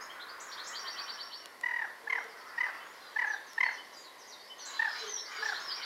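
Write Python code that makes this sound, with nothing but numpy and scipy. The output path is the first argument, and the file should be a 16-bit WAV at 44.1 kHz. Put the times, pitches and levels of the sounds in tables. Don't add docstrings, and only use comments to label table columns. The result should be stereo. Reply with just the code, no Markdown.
import sys
import numpy as np
from scipy import signal
from scipy.fft import rfft, irfft
from scipy.io import wavfile

SR = 44100
rng = np.random.default_rng(int(sys.argv[2]) if len(sys.argv) > 2 else 0)


def int16_out(signal):
    q = np.round(np.clip(np.atleast_2d(signal).T, -1, 1) * 32767)
    wavfile.write(sys.argv[1], SR, q.astype(np.int16))


N = 257969


def gain_of(db):
    return 10 ** (np.asarray(db) / 20)


def evened(x):
    return x / np.sqrt(np.mean(x ** 2) + 1e-20)


def read(points, hz):
    table_hz, value = np.transpose(points)
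    return np.interp(np.log(hz + 1), np.log(table_hz + 1), value)


def add(mix, start_s, sound):
    part = mix[max(round(start_s * SR), 0):][:len(sound)]
    part += sound[:len(part)]


def wobble(count, rate_hz):
    knots = rng.standard_normal(4096)
    return np.interp(np.arange(count) * rate_hz / SR, np.arange(4096), knots)


def noise(spectrum):
    # (frequency [Hz], correlation)
    likeness = [(30, 0.3), (120, 0.66), (300, 0.95), (2000, 0.99), (5000, 0.62), (8000, 0.71), (13000, 1)]
    size = 2 ** 18
    hz = np.fft.rfftfreq(size, 1 / SR)
    a, b = rfft(rng.standard_normal((2, size)))
    same = np.clip(read(likeness, hz), -1, 1)
    mid = a * np.sqrt(1 + same)
    side = b * np.sqrt(1 - same)
    colour = gain_of(read(spectrum, hz))
    return evened(irfft(np.array([mid + side, mid - side]) * colour)[:, :N])


def wood(x, direct_db, wet_db, build_s, width, early_db=-100, early_s=.02):
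    # (frequency [Hz], t60 [s])
    decay = [(300, 1), (1000, 0.51), (2000, 0.48), (5000, 0.79), (9000, 0.26)]
    taps_per_s = 3000
    taps = rng.standard_normal((2, SR)) * (rng.random((2, SR)) < taps_per_s / SR)
    hz, t, bands = signal.stft(taps, SR, nperseg=256)
    late = gain_of(-60 * t / read(decay, hz)[:, None])
    early = gain_of(early_db) * np.exp(-t / early_s)
    build = np.minimum(t / build_s, 1) ** 2
    tail = signal.istft(bands * (late + early) * build, SR, nperseg=256)[1]
    tail = tail / np.linalg.norm(tail[0])
    mid, side = signal.fftconvolve(x[None], tail, axes=1)[:, :N]
    wet = np.array([mid + width * side, mid - width * side])
    return gain_of(direct_db) * x + gain_of(wet_db) * wet


def voice(hz, harmonics_db):
    phase = 2 * np.pi * np.cumsum(hz) / SR
    return sum(gain_of(db) * np.sin(k * phase) for k, db in enumerate(harmonics_db, 1))


def sing(rows, harmonics_db, buzz_octaves, buzz_hz, edge):
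    out = np.zeros(N)
    for start_s, length_s, first_hz, middle_hz, last_hz, db in rows:
        u = np.linspace(0, 1, int(length_s * SR))
        bend = np.polyfit([0, .5, 1], np.log([first_hz, middle_hz, last_hz]), 2)
        hz = np.exp(np.polyval(bend, u)) * 2 ** (buzz_octaves * wobble(len(u), buzz_hz))
        envelope = signal.windows.tukey(len(u), np.clip(edge, 0, 1))
        add(out, start_s, gain_of(db) * voice(hz, harmonics_db) * envelope)
    return out


def glides(rows, early):
    return [(start_s, length_s, first_hz, first_hz * (last_hz / first_hz) ** early, last_hz, db)
            for start_s, length_s, first_hz, last_hz, db in rows]


def air():
    # (frequency [Hz], relative level [dB])
    air_spectrum = [(15, -56), (25, -29), (130, -22), (277, -9), (531, -3.5), (840, -5), (1070, 2),
                    (1370, -24), (1940, -2), (2480, -15.5), (4870, -18.5), (8140, -23.5), (11900, -21.5),
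                    (14400, -31), (16000, -41)]
    air_db = -54.5
    return gain_of(air_db) * noise(air_spectrum)


def flock(lowest_hz, length_s, fall, count):
    when, pitch, size = rng.random((count, 3)).T
    cries = [(start_s, length_s, hz * (1 + fall), hz, hz * (1 - fall), db)
             for start_s, hz, db in zip(when * N / SR, lowest_hz * 2 ** pitch, -6 * size)]
    return evened(sing(cries, [0], buzz_octaves=0.026, buzz_hz=343.6, edge=0.75))


def chorus(flicker_db=1.03):
    # (time [s], low voices [dB], high voices [dB])
    swells = [(0, -46, -64.5), (.35, -49.5, -67), (.6, -45.5, -58), (1.05, -46, -76), (1.3, -55, -67),
              (1.548, -59, -72), (2.2, -56, -62), (2.75, -47.5, -68), (3.05, -54.5, -59.5),
              (3.9, -59.5, -62.5), (4.55, -63.5, -66.5), (4.7, -52, -52), (5.05, -47.5, -48.5),
              (5.25, -54.5, -63), (5.45, -45, -46.5), (5.85, -47.5, -58)]
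    # (frequency [Hz], relative level [dB])
    low_spectrum = [(150, -28), (400, -15), (800, -10.5), (1100, -2), (1400, -3), (1900, -4.5),
                    (2500, -16.5), (4000, -33.5)]
    # (frequency [Hz], relative level [dB])
    high_spectrum = [(1500, -30), (2600, -8.5), (3200, -2.5), (4500, -1), (5600, -14.5), (7000, -13),
                     (9000, -31)]
    at_s, low_db, high_db = np.transpose(swells)
    t = np.arange(N) / SR
    cries = flock(lowest_hz=1052, length_s=0.1402, fall=0.041, count=110)
    twitter = flock(lowest_hz=2900, length_s=0.0432, fall=-0.0618, count=330)
    twitter = wood(twitter, direct_db=-20, wet_db=0, build_s=.005, width=.16)
    low = .85 * noise(low_spectrum) + .52 * cries
    high = .85 * noise(high_spectrum) + .5 * twitter
    low_gain = gain_of(np.interp(t, at_s, low_db) + flicker_db * wobble(N, 24.85))
    high_gain = gain_of(np.interp(t, at_s, high_db))
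    return low * low_gain + high * high_gain


def trill(start_s, stretch, song_db, flutter=0.0204, stray=.006):
    # (time after its start [s], pitch [Hz], relative level [dB])
    syllable = [(0, 2850, -30), (.008, 2952, -9), (0.022, 3190, -4), (.029, 4030, -0.5), (.037, 4666, 2),
                (.048, 4777, -1), (0.06, 5000, -32), (.067, 5486, .5), (0.082, 5780, -9.5),
                (.105, 5540, -8)]
    # (time after the song's start, before stretch [s])
    syllable_starts = [.72, .837, .947, 1.053, 1.162, 1.291]
    first_db, fade_db, sag = -38, 0.76, 0.0051
    at_s, pitch_hz, level_db = np.transpose(syllable)
    t = np.arange(0, at_s[-1], 1 / SR)
    out = np.zeros(N)
    for k, offset_s in enumerate(syllable_starts):
        drift = 1 - sag * k + flutter * wobble(len(t), 511) + stray * wobble(len(t), 59.4)
        hz = np.interp(t, at_s, pitch_hz) * drift
        db = song_db + first_db - fade_db * k + np.interp(t, at_s, level_db)
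        add(out, start_s + stretch * offset_s, gain_of(db) * voice(hz, [0, -38]))
    return out


def song(start_s, stretch, song_db):
    # (time after the song's start, before stretch [s], length [s], first [Hz], last [Hz], level before song_db [dB])
    opening_notes = [(0, 0.03, 4660, 5430, -47), (.005, 0.024, 5920, 6740, -49),
                     (0.09, 0.016, 2900, 3230, -46), (0.193, 0.029, 3030, 4200, -43.5),
                     (.281, 0.022, 4230, 5010, -45.5), (0.476, 0.053, 5680, 5570, -48.5),
                     (0.51, 0.018, 3030, 5000, -41.5), (0.564, 0.045, 3044, 4360, -42),
                     (0.63, 0.064, 4850, 5530, -46.5), (0.634, 0.014, 6050, 6680, -48)]
    notes = [(start_s + stretch * offset_s, length_s, first_hz, last_hz, song_db + db)
             for offset_s, length_s, first_hz, last_hz, db in opening_notes]
    opening = sing(glides(notes, early=.75), [0, -38], buzz_octaves=0.021, buzz_hz=722, edge=0.31)
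    return opening + trill(start_s, stretch, song_db)


def songbird():
    # (time [s], time stretch, level offset [dB])
    songs = [(.003, 1.0, 0), (4.976, 0.98, 1)]
    return sum(song(*row) for row in songs)


def chips():
    # (time [s], level [dB])
    chip_rows = [(0.399, -42.5), (.665, -39.5), (4.649, -39.5), (5.451, -52.5)]
    flick_s, from_hz, to_hz = .015, 5550, 7800
    buzz_delay_s, buzz_s, end_hz, buzz_db = .008, 0.069, 6820, -9.5
    flicks = [(start_s, flick_s, from_hz, to_hz, db) for start_s, db in chip_rows]
    ends = [(start_s + buzz_delay_s, buzz_s, end_hz, end_hz, end_hz, db + buzz_db)
            for start_s, db in chip_rows]
    return (sing(glides(flicks, early=.62), [0], buzz_octaves=0.019, buzz_hz=710, edge=0.26)
            + sing(ends, [0], buzz_octaves=0.076, buzz_hz=900, edge=0.3))


def whistles():
    # (time [s], length [s], first [Hz], last [Hz], level [dB])
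    whistle_rows = [(.9, 0.19, 2870, 2310, -55), (1.39, 0.077, 3100, 2785, -55),
                    (2.82, 0.13, 6380, 7270, -62.5), (3.02, .08, 4890, 4730, -58),
                    (3.62, .11, 4440, 4300, -50), (3.94, 0.059, 4850, 4770, -49.5),
                    (4.59, 0.14, 4690, 3670, -49.5), (4.725, .055, 4066, 4035, -41),
                    (4.94, 0.091, 4070, 4038, -40.5), (5.045, 0.2, 6680, 5210, -38),
                    (5.27, 0.13, 6820, 6730, -58)]
    return sing(glides(whistle_rows, early=.55), [0, -38], buzz_octaves=0.012, buzz_hz=726, edge=0.58)


def crows():
    # (time [s], length [s], first [Hz], middle [Hz], last [Hz], level [dB])
    caws = [(.95, 0.27, 700, 682, 624, -63), (2.52, .36, 595, 641, 715, -56),
            (4.65, 0.15, 520.7, 548, 517, -53), (4.945, 0.057, 734, 758, 757, -49.5),
            (5.305, .1, 817, 763, 718, -48), (5.755, 0.093, 830, 781, 678, -50)]
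    caw_harmonics_db = [-10.5, 2.5, 1, -5.5, -10]
    return sing(caws, caw_harmonics_db, buzz_octaves=.07, buzz_hz=300, edge=.4)


def twigs(decay_s=0.0011, dull_hz=6500):
    # (time [s], level before the band-pass [dB])
    ticks = [(1.458, -30.5), (1.612, -36.5), (2.242, -42), (3.533, -35.5)]
    t = np.arange(SR // 100) / SR
    out = np.zeros(N)
    for start_s, db in ticks:
        add(out, start_s, gain_of(db) * rng.standard_normal(len(t)) * np.exp(-t / decay_s))
    return signal.sosfilt(signal.butter(1, [1500, dull_hz], "band", fs=SR, output="sos"), out)


def rattle(start_s, pulses, spacing_s, first_length_s, db, fade_db, hold, top_hz, scoop, fall):
    collapse = 3.1
    widen_s = 0.001206
    scoop_db_per_octave = 15.5
    uneven_db = 1.04
    lift, sag_octaves, slip = 0.26, .12, 0.405
    count = round(pulses)
    for k in range(count):
        progress = k / (count - 1)
        flat_octaves = scoop * (k == 0)
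        level_db = db - scoop_db_per_octave * flat_octaves - fade_db * progress ** hold
        level_db += uneven_db * rng.standard_normal()
        hz = top_hz * 2 ** (-flat_octaves - fall * progress ** collapse)
        glide_octaves = lift * flat_octaves - (sag_octaves + slip * fall) * progress
        yield start_s + k * spacing_s, first_length_s + k * widen_s, level_db, hz, glide_octaves


def pheasant(steady=0.081, breakup=0.88, jitter_octaves=0.18, shimmer=1.05, arch_octaves=0.0576,
             rasp_db=-19, chest_db=20, press_db=22, easy_hz=950):
    # (time [s], pulses, pulse spacing [s], first pulse's length [s], level [dB], final fade [dB],
    #  hold [power of the progress by which the level gives way], top pitch [Hz],
    #  opening scoop [octaves], final fall [octaves])
    rattles = [ (1.635, 4, 0.024, 0.013, -22, 5, 1.2, 971, 0.013, 0.049),
               (1.734, 6, 0.026, .015, -24.5, 22, 3.5, 957, 0, .53),
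               (2.072, 6, 0.026, .012, -23, 20.5, 4.1, 1056, 0.29, .7),
               (2.578, 5, .026, .016, -23, 15, 3, 999.4, 0.097, .37),
               (3.16, 4, 0.026, .017, -21.5, 6.5, 2.6, 981, 0.18, 0.22),
               (3.269, 3, 0.031, 0.021, -27.5, 5, 3.5, 862, 0.014, .1),
               (3.579, 6, .0255, .0108, -18, 26, 3.33, 1026, .18, 0.557),
               (4.793, 5, .0256, 0.015, -19.3, 19, 2.1, 920, 0.0375, 0.368),
               (5.423, 4, 0.031, 0.019, -25.5, 8, 4.7, 884, 0.069, 0.254)]
    purr_harmonics_db = [-15, -1.5, -26.5, -34.5, -35, -36.5]
    out = np.zeros(N)
    pulses = (pulse for row in rattles for pulse in rattle(*row))
    for start_s, length_s, db, hz, glide in pulses:
        span = np.linspace(-2, 2, int(2 * length_s * SR))
        u = np.tanh(span) / np.tanh(1)
        rough = steady + breakup * abs(glide)
        octaves = glide * u / 2 + arch_octaves * (1 / 5 - u ** 4)
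        octaves += jitter_octaves * rough * wobble(len(u), 948)
        first_db = purr_harmonics_db[0] + chest_db * abs(glide)
        bright_db = press_db * np.log2(hz / easy_hz)
        upper_db = np.array(purr_harmonics_db[2:]) + bright_db
        tone = voice(hz * 2 ** octaves, [first_db, purr_harmonics_db[1], *upper_db])
        tone = tone * (1 + shimmer * rough * wobble(len(u), 1310))
        rasp = gain_of(rasp_db + bright_db) * rough * wobble(len(u), 10000)
        opening = np.exp(-(span / .92) ** 4) * (1 - .2 * u ** 2)
        add(out, start_s - length_s / 2, gain_of(db) * (tone + rasp) * opening)
    return signal.sosfilt(signal.butter(2, 330, "high", fs=SR, output="sos"), out)


def pigeon():
    # (time [s], length [s], first [Hz], middle [Hz], last [Hz], level [dB])
    coos = [(1.98, 0.38, 474.3, 464.6, 432, -56.5), (5.0, 0.11, 457, 425.5, 418, -45.5),
            (5.38, 0.0487, 435, 444, 436, -48)]
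    return sing(coos, [0, -22], buzz_octaves=0.057, buzz_hz=77.0, edge=0.44)


def clear_notes():
    # (time [s], level [dB])
    pip_rows = [(2.801, -55), (3.778, -46.5), (4.497, -45.5)]
    # (time [s], length [s], first [Hz], last [Hz], level [dB])
    upsweeps = [(2.16, .06, 5550, 5720, -57.5), (4.59, 0.01, 3000, 4770, -45.5),
                (5.43, 0.0288, 5160, 5820, -41)]
    # (time [s], length [s], first [Hz], last [Hz], level [dB])
    slurs = [(3.0, 0.08, 4240, 4030, -55), (3.255, 0.085, 6600, 5820, -55), (3.31, 0.052, 5320, 3610, -52),
             (3.46, 0.099, 6750, 5300, -56), (3.93, .024, 6700, 4850, -50), (4.03, .058, 4800, 3840, -53.5),
             (4.27, 0.04, 6940, 5660, -50.5), (4.31, .041, 5500, 3700, -47.5),
             (4.58, 0.057, 6600, 5740, -48), (5.36, 0.031, 5050, 4694, -41.5),
             (5.67, 0.044, 5330, 4950, -36.5)]
    pip_s, pip_hz = 0.026, 3030
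    pips = [(start_s, pip_s, pip_hz, pip_hz, pip_hz, db) for start_s, db in pip_rows]
    notes = pips + glides(upsweeps, early=0.657) + glides(slurs, early=.85)
    return sing(notes, [0, -38], buzz_octaves=.013, buzz_hz=730, edge=0.19)


def far_series(start_s=2.28, gap_s=0.09, db=-57, count=6):
    return [(start_s + k * gap_s, .05, 5700, 5000, 4500, db) for k in range(count)]


def harsh_notes():
    # (time [s], length [s], first [Hz], last [Hz], level [dB])
    buzzes = [(3.71, 0.07, 6400, 4480, -53.5), (3.96, 0.063, 7170, 6600, -55),
              (4.18, .078, 6420, 4640, -54.5), (4.37, .14, 4490, 5370, -56.5),
              (4.88, 0.12, 5020, 4820, -44.5)]
    notes = glides(buzzes, early=.48) + far_series()
    return sing(notes, [0], buzz_octaves=.077, buzz_hz=900, edge=.27)


def scene():
    songbirds = songbird() + chips() + whistles() + clear_notes() + harsh_notes()
    canopy = wood(songbirds, direct_db=-5.5, wet_db=-.5, build_s=0.0042, width=.16,
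                  early_db=5.5, early_s=0.023)
    far = wood(crows() + pigeon(), direct_db=-2, wet_db=-0.5, build_s=0.0027, width=0.047,
               early_db=13, early_s=0.068)
    near = wood(pheasant(), direct_db=-0.5, wet_db=-9.0, build_s=0.026, width=0.1)
    return air() + chorus() + canopy + far + twigs() + near


def record(dry):
    edge_hz = 15850
    lowpass = signal.firwin(511, edge_hz, window=("kaiser", 9), fs=SR)
    return signal.oaconvolve(dry, lowpass[None], "same")


dry = scene()
out = record(dry)
int16_out(out)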